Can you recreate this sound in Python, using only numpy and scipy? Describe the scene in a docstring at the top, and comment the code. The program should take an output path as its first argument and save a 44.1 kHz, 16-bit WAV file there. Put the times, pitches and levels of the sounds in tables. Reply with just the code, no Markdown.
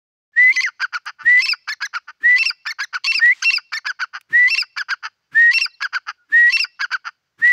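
"""A loud rising whistle comes first: a grey francolin calling again and again in an open field,
a few steps away. The whistle is a nearly pure gliding tone. A double yelp follows, a clear note with
overtones that breaks in and out of a screech, then three or four fading clucks, made of rasping
pulses that may lock into a falling tone. The field, modelled as scattered reflections, returns a
faint late echo; filtered noise gives almost still air, soft puffs, a hiss and dry ticks."""
import sys
import numpy as np
from scipy import signal
from scipy.io import wavfile

SR = 44100
rng = np.random.default_rng(int(sys.argv[2]) if len(sys.argv) > 2 else 0)


def digitize_waveform(pressure):
    """Quantize a signal to 16-bit integers and store it at the path in sys.argv[1].

    Rows of a 2-D input are taken as channels; values are limited to [-1, 1].
    """
    field = np.atleast_2d(pressure).T
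    bounded = np.clip(field, -1, 1)
    quanta = np.round(bounded * 32767).astype(np.int16)
    wavfile.write(sys.argv[1], SR, quanta)


N = 331632  # length in samples
EDGE_HZ = 15750  # upper limit of the sound

# Whistles: start t/s, end t/s, held pitch f/Hz, level/dB before the sag,
# upward flick at the end (share of the pitch)
WHISTLES = [(0.356, 0.528, 2010, -8.5, 0.2), (1.246, 1.417, 1983, -9, 0.12),
            (2.227, 2.384, 1981, -9.5, 0.058), (3.202, 3.336, 1945, -9, .25),
            (4.321, 4.493, 1972, -9.5, 0.11), (5.341, 5.527, 1878, -9, 0.13), (6.315, 6.513, 1909, -9, 0.1),
            (7.411, 7.606, 1966, -9.5, 0.065)]
# Every whistle scoops up to its pitch, swells, sags a little and dies away
SCOOP, SCOOP_S, FLICK_S = .135, .027, 0.013  # scoop depth (share of the pitch), time constants in s
ATTACK_S, RELEASE_S, SAG_DB_PER_S = 0.038, 0.031, -10.5
# It overshoots a little after the scoop: share of the pitch, moment and width in s
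CREST, CREST_S, CREST_WIDTH_S = 0.0037, .075, 0.027
# Colour of the air rushing through the beak: f/Hz, relative level/dB
WHISTLE_AIR = [(200, -36.5), (900, -26.5), (1400, -7.5), (1950, 5.5), (2600, 0), (3400, -9), (4600, -9),
               (6400, -21), (7500, -14.5), (9000, -32.5), (13800, -38), (15200, -19)]

# Double yelps, a level note and then a falling one: start t/s, end of the level note t/s,
# pitch f/Hz, level/dB, its overtones level/dB against the fundamental, length of the lead-in screech t/s,
# screech level/dB, fall from f/Hz, fall to f/Hz, overtones of the fall level/dB
DOUBLE_YELPS = [(0.567, 0.607, 2043, -15.5, -16, 0.042, -30, 2157, 1393, -19.5),
                (1.425, 1.458, 2655, -22.5, -0.5, 0.036, -28, 2702, 2274, -1),
                (2.390, 2.43, 2700, -15.5, -14.5, 0.029, -27, 2764, 2300, -2.5),
                (3.074, 3.12, 2717, -16, -12, 0.032, -18.5, 2722, 2260, -3),
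                (3.452, 3.505, 2745, -13, -17, .018, -19.5, 2738, 2247, -2.5),
                (4.509, 4.550, 2718, -17, -8.5, .033, -27, 2759, 2274, -2.5),
                (5.541, 5.584, 2730, -15, -8.5, 0.03, -26, 2773, 2300, -2.5),
                (6.530, 6.57, 2722, -15, -8, .033, -27, 2765, 2290, -2.5)]
YELP_RISE = 0.0067  # the level note creeps up by about this share by its middle
GAP_S, FALL_S = .031, .043  # pause between the two notes, length of the falling note
GAP_SCREECH_DB = -25.5  # the voice breaks into a screech between the two notes
FALL_DB, FALL_BY_MIDDLE = -18.5, .27  # the second note falls slowly at first, then fast
CROAK_HZ, CROAK_DB = 1436, -25  # after the fall the voice drops into its low register
# A clear upward glide that opens one double yelp: start t/s, end t/s, first f/Hz, middle f/Hz,
# last f/Hz, fundamental level/dB, overtones level/dB against the fundamental
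OPENING_GLIDE = (3.422, 3.438, 1200, 1570, 1500, -24, -2)
# Throat resonances in the yelps: f/Hz, relative level/dB
YELP_THROAT = [(1000, -28.5), (1500, -9.5), (2050, -4), (2400, -3.5), (2560, -12.5), (2740, 10),
               (3500, -16.5), (4700, 8), (5400, -1), (6100, 6.5), (7000, -22), (10800, -33.5), (13500, -38),
               (15000, -31.5)]
# Colour of the screech: f/Hz, relative level/dB
SCREECH = [(700, -59), (1060, -10), (1350, -23), (1700, -20), (2200, -7.5), (3200, -5.5), (3750, -14),
           (4550, 3.5), (5400, -25.5), (6100, -11), (7000, -26), (10000, -38), (15000, -49)]

# Clucks: start t/s, end t/s, level/dB before the swell, tone pitch f/Hz,
# voice (0 stays a rasp, 1 locks into the tone, 2 locks and then jumps up)
CLUCKS = [(0.796, 0.865, -22, 1601, 1), (0.925, 0.986, -24, 1454, 1), (1.055, 1.111, -26, 1406, 0),
          (1.185, 1.247, -36, 1350, 0), (1.675, 1.745, -20.5, 1758, 2), (1.805, 1.872, -21.5, 1676, 2),
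          (1.931, 1.991, -24.5, 1432, 1), (2.072, 2.119, -34, 1396, 0), (2.654, 2.729, -20.5, 1797, 2),
          (2.786, 2.855, -21.5, 1680, 2), (2.928, 2.984, -23.5, 1493, 1), (3.721, 3.793, -19.5, 1810, 2),
          (3.847, 3.923, -21.5, 1695, 1), (3.991, 4.056, -23.5, 1538, 1), (4.131, 4.187, -28, 1432, 0),
          (4.764, 4.831, -20.5, 1722, 1), (4.885, 4.951, -21.5, 1617, 1), (5.026, 5.085, -25.5, 1400, 0),
          (5.805, 5.873, -20.5, 1677, 1), (5.925, 5.989, -22.5, 1549, 1), (6.064, 6.121, -27, 1390, 0),
          (6.793, 6.863, -21, 1656, 1), (6.906, 6.971, -22, 1555, 1), (7.044, 7.1, -27, 1420, 0)]
# A higher tone locks in sooner; the highest are weaker as they leave the throat's resonance:
# pitch f/Hz, share of the cluck before it locks, level/dB against the cluck
LOCKING = [(1420, 0.45, 3), (1590, .46, 4.5), (1680, .37, 0), (1810, .26, -4.5)]
# Time before the cluck ends in s; share of pitch lost by the middle and by the end; overtones in dB
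TONE_STOPS_S, TONE_DROOP, TONE_DROP, TONE_OVERTONES_DB = .011, 0.015, .18, -13
# Jump: moment as a share of the cluck, pitch ratio, level and overtones in dB
JUMP_AT, JUMP_RATIO, JUMP_DB, JUMP_OVERTONES_DB = .68, 1.242, -5, -4.5
FAINT_TONE_DB = -4  # tone inside a rasp that never locks, against the cluck
RASP_UNDER_TONE_DB = -20
# Throat resonances in the clear notes of the clucks and croaks: f/Hz, relative level/dB
CLUCK_THROAT = [(800, -18), (1200, -5.5), (1500, 3), (1950, -7.5), (2200, -2), (2800, -9), (3800, -24.5),
                (4300, -13), (4850, -6), (5500, -19.5), (6100, -18.5), (7600, -46.5), (10500, -47),
                (15000, -46.5)]
# Colour of the rasp: f/Hz, relative level/dB
RASP = [(250, -44.5), (520, -37), (750, -19), (1050, -8.5), (1450, 4), (2150, -12), (3000, -10.5),
        (3750, -34.5), (4400, -15.5), (4850, -7), (5450, -28.5), (6100, -17.5), (7000, -51.5), (15000, -66)]

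# A soft hiss between the short whistle and the yelp after it: start t/s, end t/s, level/dB
HISS = (3.335, 3.42, -50.5)
# Colour of the hiss: f/Hz, relative level/dB
HISS_COLOUR = [(500, -21), (1300, -2), (2800, 0.5), (4500, -2.5), (7500, -8.5), (10000, -25), (15000, -29)]
# Soft low puffs as the bird starts a whistle: t/s, level/dB, low cutoff f/Hz
PUFFS = [(1.252, -46, 100), (2.229, -48, 220), (3.176, -52, 260), (4.319, -43, 90), (5.34, -44, 60),
         (6.315, -49.5, 170), (7.407, -44, 70)]
# Small dry ticks: t/s, level/dB, centre f/Hz
TICKS = [(1.058, -37.5, 6850), (4.212, -39, 2200)]
# Faint gliding tones, low murmurs and higher chirps:
# start t/s, end t/s, first f/Hz, last f/Hz, level/dB
FAINT_TONES = [(0.513, 0.57, 330, 290, -62), (1.266, 1.404, 357, 277, -60.5),
               (3.164, 3.196, 330, 300, -55.5), (3.214, 3.377, 285, 300, -68.5),
               (5.693, 5.727, 4500, 3750, -57), (5.731, 5.76, 4550, 3800, -52),
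               (6.158, 6.269, 1487, 1376, -63.5)]
# Colour of the field's echo: f/Hz, relative level/dB
ECHO = [(200, -7), (1400, -10), (2000, -4), (2700, 2.5), (5200, 4), (7000, -4), (12000, -15.5)]
# Colour of the field's still air: f/Hz, relative level/dB
AIR = [(25, -23), (60, -6), (120, -1), (250, -9), (600, -10), (1500, -5.5), (3000, -13), (6000, -13.5),
       (9000, -31), (16000, -26.5)]


def gain_of(db):
    """Turns decibels into a factor."""
    return 10 ** (np.asarray(db) / 20)


def evened(x):
    """Scales to an average strength (rms) of 1."""
    return x / np.sqrt(np.mean(x ** 2) + 1e-20)


def read(points, hz):
    """Looks up the gain in a (f/Hz, level/dB) table, joined on a log-frequency axis."""
    f, db = np.transpose(points)
    return gain_of(np.interp(np.log(hz + 1), np.log(f + 1), db))


def add(mix, s, sound):
    """Lays a sound into the mix at time s."""
    part = mix[round(s * SR):][:len(sound)]
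    part += sound[:len(part)]


def colour(x, points):
    """Filters a sound to the given spectrum, with no ringing ahead of the sound."""
    size = 2048
    log_gain = np.log(read(points, abs(np.fft.fftfreq(size, 1 / SR))))
    # the Hilbert transform gives the phase that keeps the ringing after the sound
    ring = np.fft.ifft(np.exp(np.conj(signal.hilbert(log_gain)))).real
    return signal.oaconvolve(x, ring[:size // 2])[:len(x)]


def noise(count):
    """White noise from a random stream of its own."""
    return np.random.default_rng(rng.integers(2 ** 31)).standard_normal(count)


def wobble(count, hz):
    """Slow random drift of rms 1, at rates up to about hz."""
    lead = 2000  # samples for the filter to settle
    lowpass = signal.butter(2, hz, fs=SR, output="sos")
    return evened(signal.sosfilt(lowpass, noise(count + lead))[lead:])


def gate(t, start, end, rise, fall):
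    """Opens and shuts smoothly, half open at start and end."""
    opening = np.clip(.5 + (t - start) / rise, 0, 1) * np.clip(.5 + (end - t) / fall, 0, 1)
    return np.sin(np.pi / 2 * opening) ** 2


def whistle(start, end, pitch_hz, db, flick):
    """A nearly pure tone that scoops up, holds and flicks upward, with air rushing through the beak."""
    t = np.arange(-.04, end - start + .02, 1 / SR)
    since, left = np.maximum(t, 0), np.maximum(end - start - t, 0)

    hz = pitch_hz * (1 - SCOOP * np.exp(-since / SCOOP_S) + flick * np.exp(-left / FLICK_S))
    hz = hz * (1 + CREST * np.exp(-((t - CREST_S) / CREST_WIDTH_S) ** 2))
    hz = hz * (1 + .002 * wobble(len(t), 130))
    phase = 2 * np.pi * np.cumsum(hz) / SR
    tone = np.sin(phase) + gain_of(-39.5) * np.sin(2 * phase) + gain_of(-48.5) * np.sin(3 * phase)

    attack = np.sin(np.pi / 2 * np.minimum(since / ATTACK_S, 1)) ** 2
    release = np.sin(np.pi / 2 * np.minimum(left / RELEASE_S, 1))
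    lead_in = gain_of(-45.5) * gate(t, -0.022, .02, .01, .02)
    force = gain_of(db + SAG_DB_PER_S * since) * (attack * release + lead_in)

    # the rush of air follows the force of the tone, but less steeply
    air_level = gain_of(-31 + 3.9 * wobble(len(t), 40)) * force ** 0.65
    air = air_level * evened(colour(noise(len(t)), WHISTLE_AIR))
    return start + t[0], force * evened(tone) * (1 + 0.023 * wobble(len(t), 70)) + air


def double_yelps():
    """Screech, level yelp, screech, falling yelp, and a short croak as the pressure drops."""
    out, t = np.zeros(N), np.arange(0, .04, 1 / SR)
    for (start, end, hz, db, overtones_db, lead, screech_db,
         top_hz, low_hz, fall_overtones_db) in DOUBLE_YELPS:
        fall = end + GAP_S
        croak = end + GAP_S + FALL_S
        add(out, *screech(start - lead, start - .003, screech_db))
        out += yelp(start, end, hz * (1 - YELP_RISE), hz, hz * (1 + YELP_RISE / 2), db, overtones_db)

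        add(out, *voice_break(end + 0.00073, db=-17.0, centre_hz=2160, width=0.0025))
        add(out, *screech(end - .002, fall - .008, GAP_SCREECH_DB))
        middle_hz = top_hz + FALL_BY_MIDDLE * (low_hz - top_hz)
        out += yelp(fall, fall + FALL_S, top_hz, middle_hz, low_hz, FALL_DB, fall_overtones_db)

        low_note = (croak + .002, croak + .009, CROAK_HZ * 1.05, CROAK_HZ, CROAK_HZ * .97, CROAK_DB, -18)
        add(out, *clear_note(low_note, CLUCK_THROAT, jitter=0.0067, half_db=-23, edge=0.0047))
        add(out, croak - .001, rasp(-26 - 500 * t) * gate(t, 0.0031, 0.021, 0.005, 0.029))
    add(out, *clear_note(OPENING_GLIDE, YELP_THROAT, jitter=.02, half_db=-14, edge=.008))
    return out


def yelp(start, end, first_hz, middle_hz, last_hz, db, overtones_db):
    """One clear note with the beak wide open, entered through a break in the voice."""
    out = np.zeros(N)
    note = (start, end, first_hz, middle_hz, last_hz, db, overtones_db)
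    add(out, *clear_note(note, YELP_THROAT, jitter=0.0012, half_db=-26.5, edge=0.0032, air_db=-31.5))
    add(out, *voice_break(start - .003, db=-18.0, centre_hz=2470, width=0.0039))
    return out


def clear_note(row, throat, jitter, half_db, edge, air_db=-40):
    """The voice organ (syrinx) locks onto one pitch; its harmonics glide through the throat's resonances."""
    start, end, first, middle, last, db, overtones_db = row
    t = np.arange(start - edge, end + edge, 1 / SR)
    arch = np.polyfit([0, .5, 1], [first, middle, last], 2)
    hz = np.polyval(arch, np.clip((t - start) / (end - start), 0, 1.1))
    phase = 2 * np.pi * np.cumsum(hz * (1 + jitter * wobble(len(t), 290))) / SR

    def partial(k):
        """One harmonic; higher ones flutter more, up to the fifth."""
        flutter = gain_of(min(k - 1, 4) * 1.5 * wobble(len(t), 90))
        in_band = np.clip((EDGE_HZ - k * hz) / 1000, 0, 1)
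        return flutter * read(throat, k * hz) * in_band * np.cos(k * phase)

    # strong and weak cycles alternate a little: faint lines at 0.5 and 1.5 times the pitch
    halves = sum(partial(k + .5) for k in range(2))
    overtones = sum(partial(k) for k in range(2, 10))
    overtones = overtones * gate(t, start, end - .001, edge, .008)
    fundamental = evened(partial(0.99))  # a hair below the pitch
    air = gain_of(air_db) * evened(colour(noise(len(t)), SCREECH))
    tone = fundamental + gain_of(overtones_db) * evened(overtones) + gain_of(half_db) * evened(halves) + air
    return t[0], gain_of(db) * tone * gate(t, start, end, edge, edge)


def screech(start, end, db):
    """The membranes flap unsteadily near a kilohertz, most chaotically at both ends of the screech."""
    t = np.arange(start - .006, end + 0.014, 1 / SR)
    progress = np.linspace(0, 1, len(t))
    chaos = .05 + .1 * (2 * progress - 1) ** 2
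    scoop = 1 - .25 * np.exp(-progress / .18)
    drive = pulses(1110 * scoop, chaos, shimmer=.4, air=.25)
    swell = gain_of(1.3 * (progress - 1.5))
    opening = gate(t, start, end, .012, .005)
    return t[0], gain_of(db) * swell * evened(colour(drive, SCREECH)) * opening


def voice_break(s, db, centre_hz, width):
    """A short harsh burst as the voice jumps between rough sound and tone."""
    t = np.arange(-.02, .02, 1 / SR)
    phase = 2 * np.pi * np.cumsum(centre_hz * (1 + .08 * wobble(len(t), 570))) / SR
    burst = np.sin(phase) + .8 * np.sin(2 * phase) + 0.083 * np.sin(3 * phase) + .02 * np.sin(5 * phase)
    return s + t[0], gain_of(db) * evened(burst) * np.exp(-(t / width) ** 2)


def pulses(hz, jitter, shimmer, air):
    """Uneven slaps of the syrinx membranes, with a puff of air in each cycle."""
    count = len(hz)
    rate = hz * np.exp(jitter * wobble(count, 400))
    turns = np.cumsum(rate) / SR
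    slaps = sum(np.cos(2 * np.pi * k * turns) * (k * rate < EDGE_HZ) for k in range(1, 40))
    slaps = slaps * (1 + shimmer * wobble(count, 230))
    air_puffs = np.sin(np.pi * turns) ** 2 * noise(count)
    return evened(slaps) + air * evened(air_puffs)


def clucks():
    """Each cluck swells as a rasp, which gives way wherever a tone locks in."""
    out = np.zeros(N)
    for start, end, db, hz, voice in CLUCKS:
        t, voice = np.arange(start - .004, end + 0.0064, 1 / SR), round(voice)
        progress = (t - start) / (end - start)
        push_db = np.interp(progress, [0, .2, .48, .75, 1], [-14, -1.5, 2.5, -0.5, -15.5])
        rough = rasp(db + push_db) * gate(t, start, end, 0.004, .012)
        notes = cluck_tones(start, end, db, hz, voice)
        for note in notes:
            add(out, *clear_note(note, CLUCK_THROAT, jitter=0.006, half_db=-32, edge=0.0055))
        if voice > 0:
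            lock, release = notes[0][0], notes[-1][1]
            add(out, *voice_break(lock - .003, db=db - 1.5, centre_hz=2265, width=0.0058))
            rough = rough * gain_of(RASP_UNDER_TONE_DB * gate(t, lock, release, .004, .005))
        add(out, t[0], rough)
    return out


def rasp(level_db):
    """Slow pulses in a half-shut throat: more pressure makes them louder, faster, brighter, more chaotic."""
    hz = 345 * 2 ** ((np.maximum(level_db, -33) + 30.0) / 14)  # doubles every 14 dB
    chaos = np.interp(level_db, [-26, -18], [.035, .12])
    voice = evened(colour(pulses(hz, chaos, shimmer=.36, air=.13), RASP))
    dull = signal.sosfiltfilt(signal.butter(2, 2100, fs=SR, output="sos"), voice)
    bright = gain_of(.7 * (level_db + 23))
    return gain_of(level_db) * (dull + bright * (voice - dull))


def cluck_tones(start, end, db, hz, voice):
    """The clear notes of a cluck: a faint trace, a drooping tone, or a tone that jumps to a higher fall."""
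    pitches, shares, gains_db = np.transpose(LOCKING)
    lock = start + (end - start) * np.interp(hz, pitches, shares)
    tone_db = np.interp(hz, pitches, gains_db)
    overtones_db = TONE_OVERTONES_DB - tone_db
    if voice == 0:
        return [(lock - .008, end - .018, hz, hz, hz * .97, db + FAINT_TONE_DB, -16)]
    if voice == 1:
        middle_hz, last_hz = hz * (1 - TONE_DROOP), hz * (1 - TONE_DROP)
        return [(lock, end - TONE_STOPS_S, hz, middle_hz, last_hz, db + tone_db, overtones_db)]
    jump = start + (end - start) * JUMP_AT
    high = hz * JUMP_RATIO
    return [(lock, jump, hz * .97, hz, hz * 1.009, db + tone_db, overtones_db),
            (jump, end - .006, high, high * .96, high * .82, db + JUMP_DB, JUMP_OVERTONES_DB)]


def hiss(start, end, db):
    """Voiceless air, as filtered noise, fills a short pause in the call."""
    t = np.arange(start - .02, end + .02, 1 / SR)
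    breath = evened(colour(noise(len(t)), HISS_COLOUR))
    return t[0], gain_of(db) * breath * gate(t, start, end, .02, .02)


def puffs():
    """Soft bursts of low noise as the bird starts a whistle."""
    out, t = np.zeros(N), np.arange(0, .08, 1 / SR)
    puff_colour = [(50, -28.0), (130, -3.0), (210, -10), (310, -4),
                   (650, -30), (1450, -5), (4000, -22.5), (15000, -41)]  # f/Hz, relative level/dB
    for s, db, low_hz in PUFFS:
        puff = colour(noise(len(t)), puff_colour)
        puff = evened(signal.sosfilt(signal.butter(3, low_hz, "high", fs=SR, output="sos"), puff))
        add(out, s - t.mean(), gain_of(db) * puff * np.exp(-((t - t.mean()) / 0.017) ** 2))
    return out


def ticks():
    """Small dry ticks: noise around one frequency that dies away within milliseconds."""
    out, t = np.zeros(N), np.arange(0, .08, 1 / SR)
    for s, db, hz in TICKS:
        tick = evened(colour(noise(len(t)), [(hz / 4, -30), (hz, 0), (hz * 2, -18)]))
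        add(out, s - .001, gain_of(db) * tick * np.exp(-t / 0.0021))
    return out


def faint_tones():
    """Gliding sines of wavering pitch: murmurs near 300 Hz, perhaps from the bird's throat, and chirps."""
    out = np.zeros(N)
    for start, end, first, last, db in FAINT_TONES:
        hz = np.linspace(first, last, max(int((end - start) * SR), 2))
        hz = hz + 28 * wobble(len(hz), 45)
        tone = np.sin(2 * np.pi * np.cumsum(hz) / SR)
        add(out, start, gain_of(db) * evened(tone * np.hanning(len(hz))))
    return out


def field(x, near_db, near_t60, far_db, far_s, far_spread):
    """Quick scatter from soil and plants, then a blurred echo from the edge of the field."""
    t = np.arange(SR // 2) / SR
    taps = noise(len(t)) * (rng.random(len(t)) < .08)  # sparse random reflections
    near = taps * gain_of(-60 * t / near_t60) * (t > .003)
    far = taps * np.exp(-abs(t - far_s) / far_spread)
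    tail = gain_of(near_db) * near / np.linalg.norm(near) + gain_of(far_db) * far / np.linalg.norm(far)
    return colour(signal.oaconvolve(x, tail)[:N], ECHO)


def still_air():
    """Very faint steady noise of the nearly still air, starting at 0.32 s."""
    return gain_of(-76.0) * evened(colour(noise(N), AIR)) * (np.arange(N) / SR > .32)


def scene():
    """The bird, its echo and the quiet field."""
    bird = double_yelps() + clucks()
    for row in WHISTLES:
        add(bird, *whistle(*row))
    add(bird, *hiss(*HISS))
    # near_t60: seconds for the scatter to fade by 60 dB
    echo = field(bird, near_db=-26, near_t60=.17, far_db=-44.5, far_s=0.19, far_spread=.035)
    small_sounds = puffs() + ticks() + faint_tones()
    return (bird + echo + small_sounds + still_air())[None]


def record(dry):
    """A steep low-pass filter removes what lies above the upper limit."""
    lowpass = signal.firwin(511, EDGE_HZ, window=("kaiser", 9), fs=SR)
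    return signal.oaconvolve(dry, lowpass[None], "same")


dry = scene()
out = record(dry)
digitize_waveform(out)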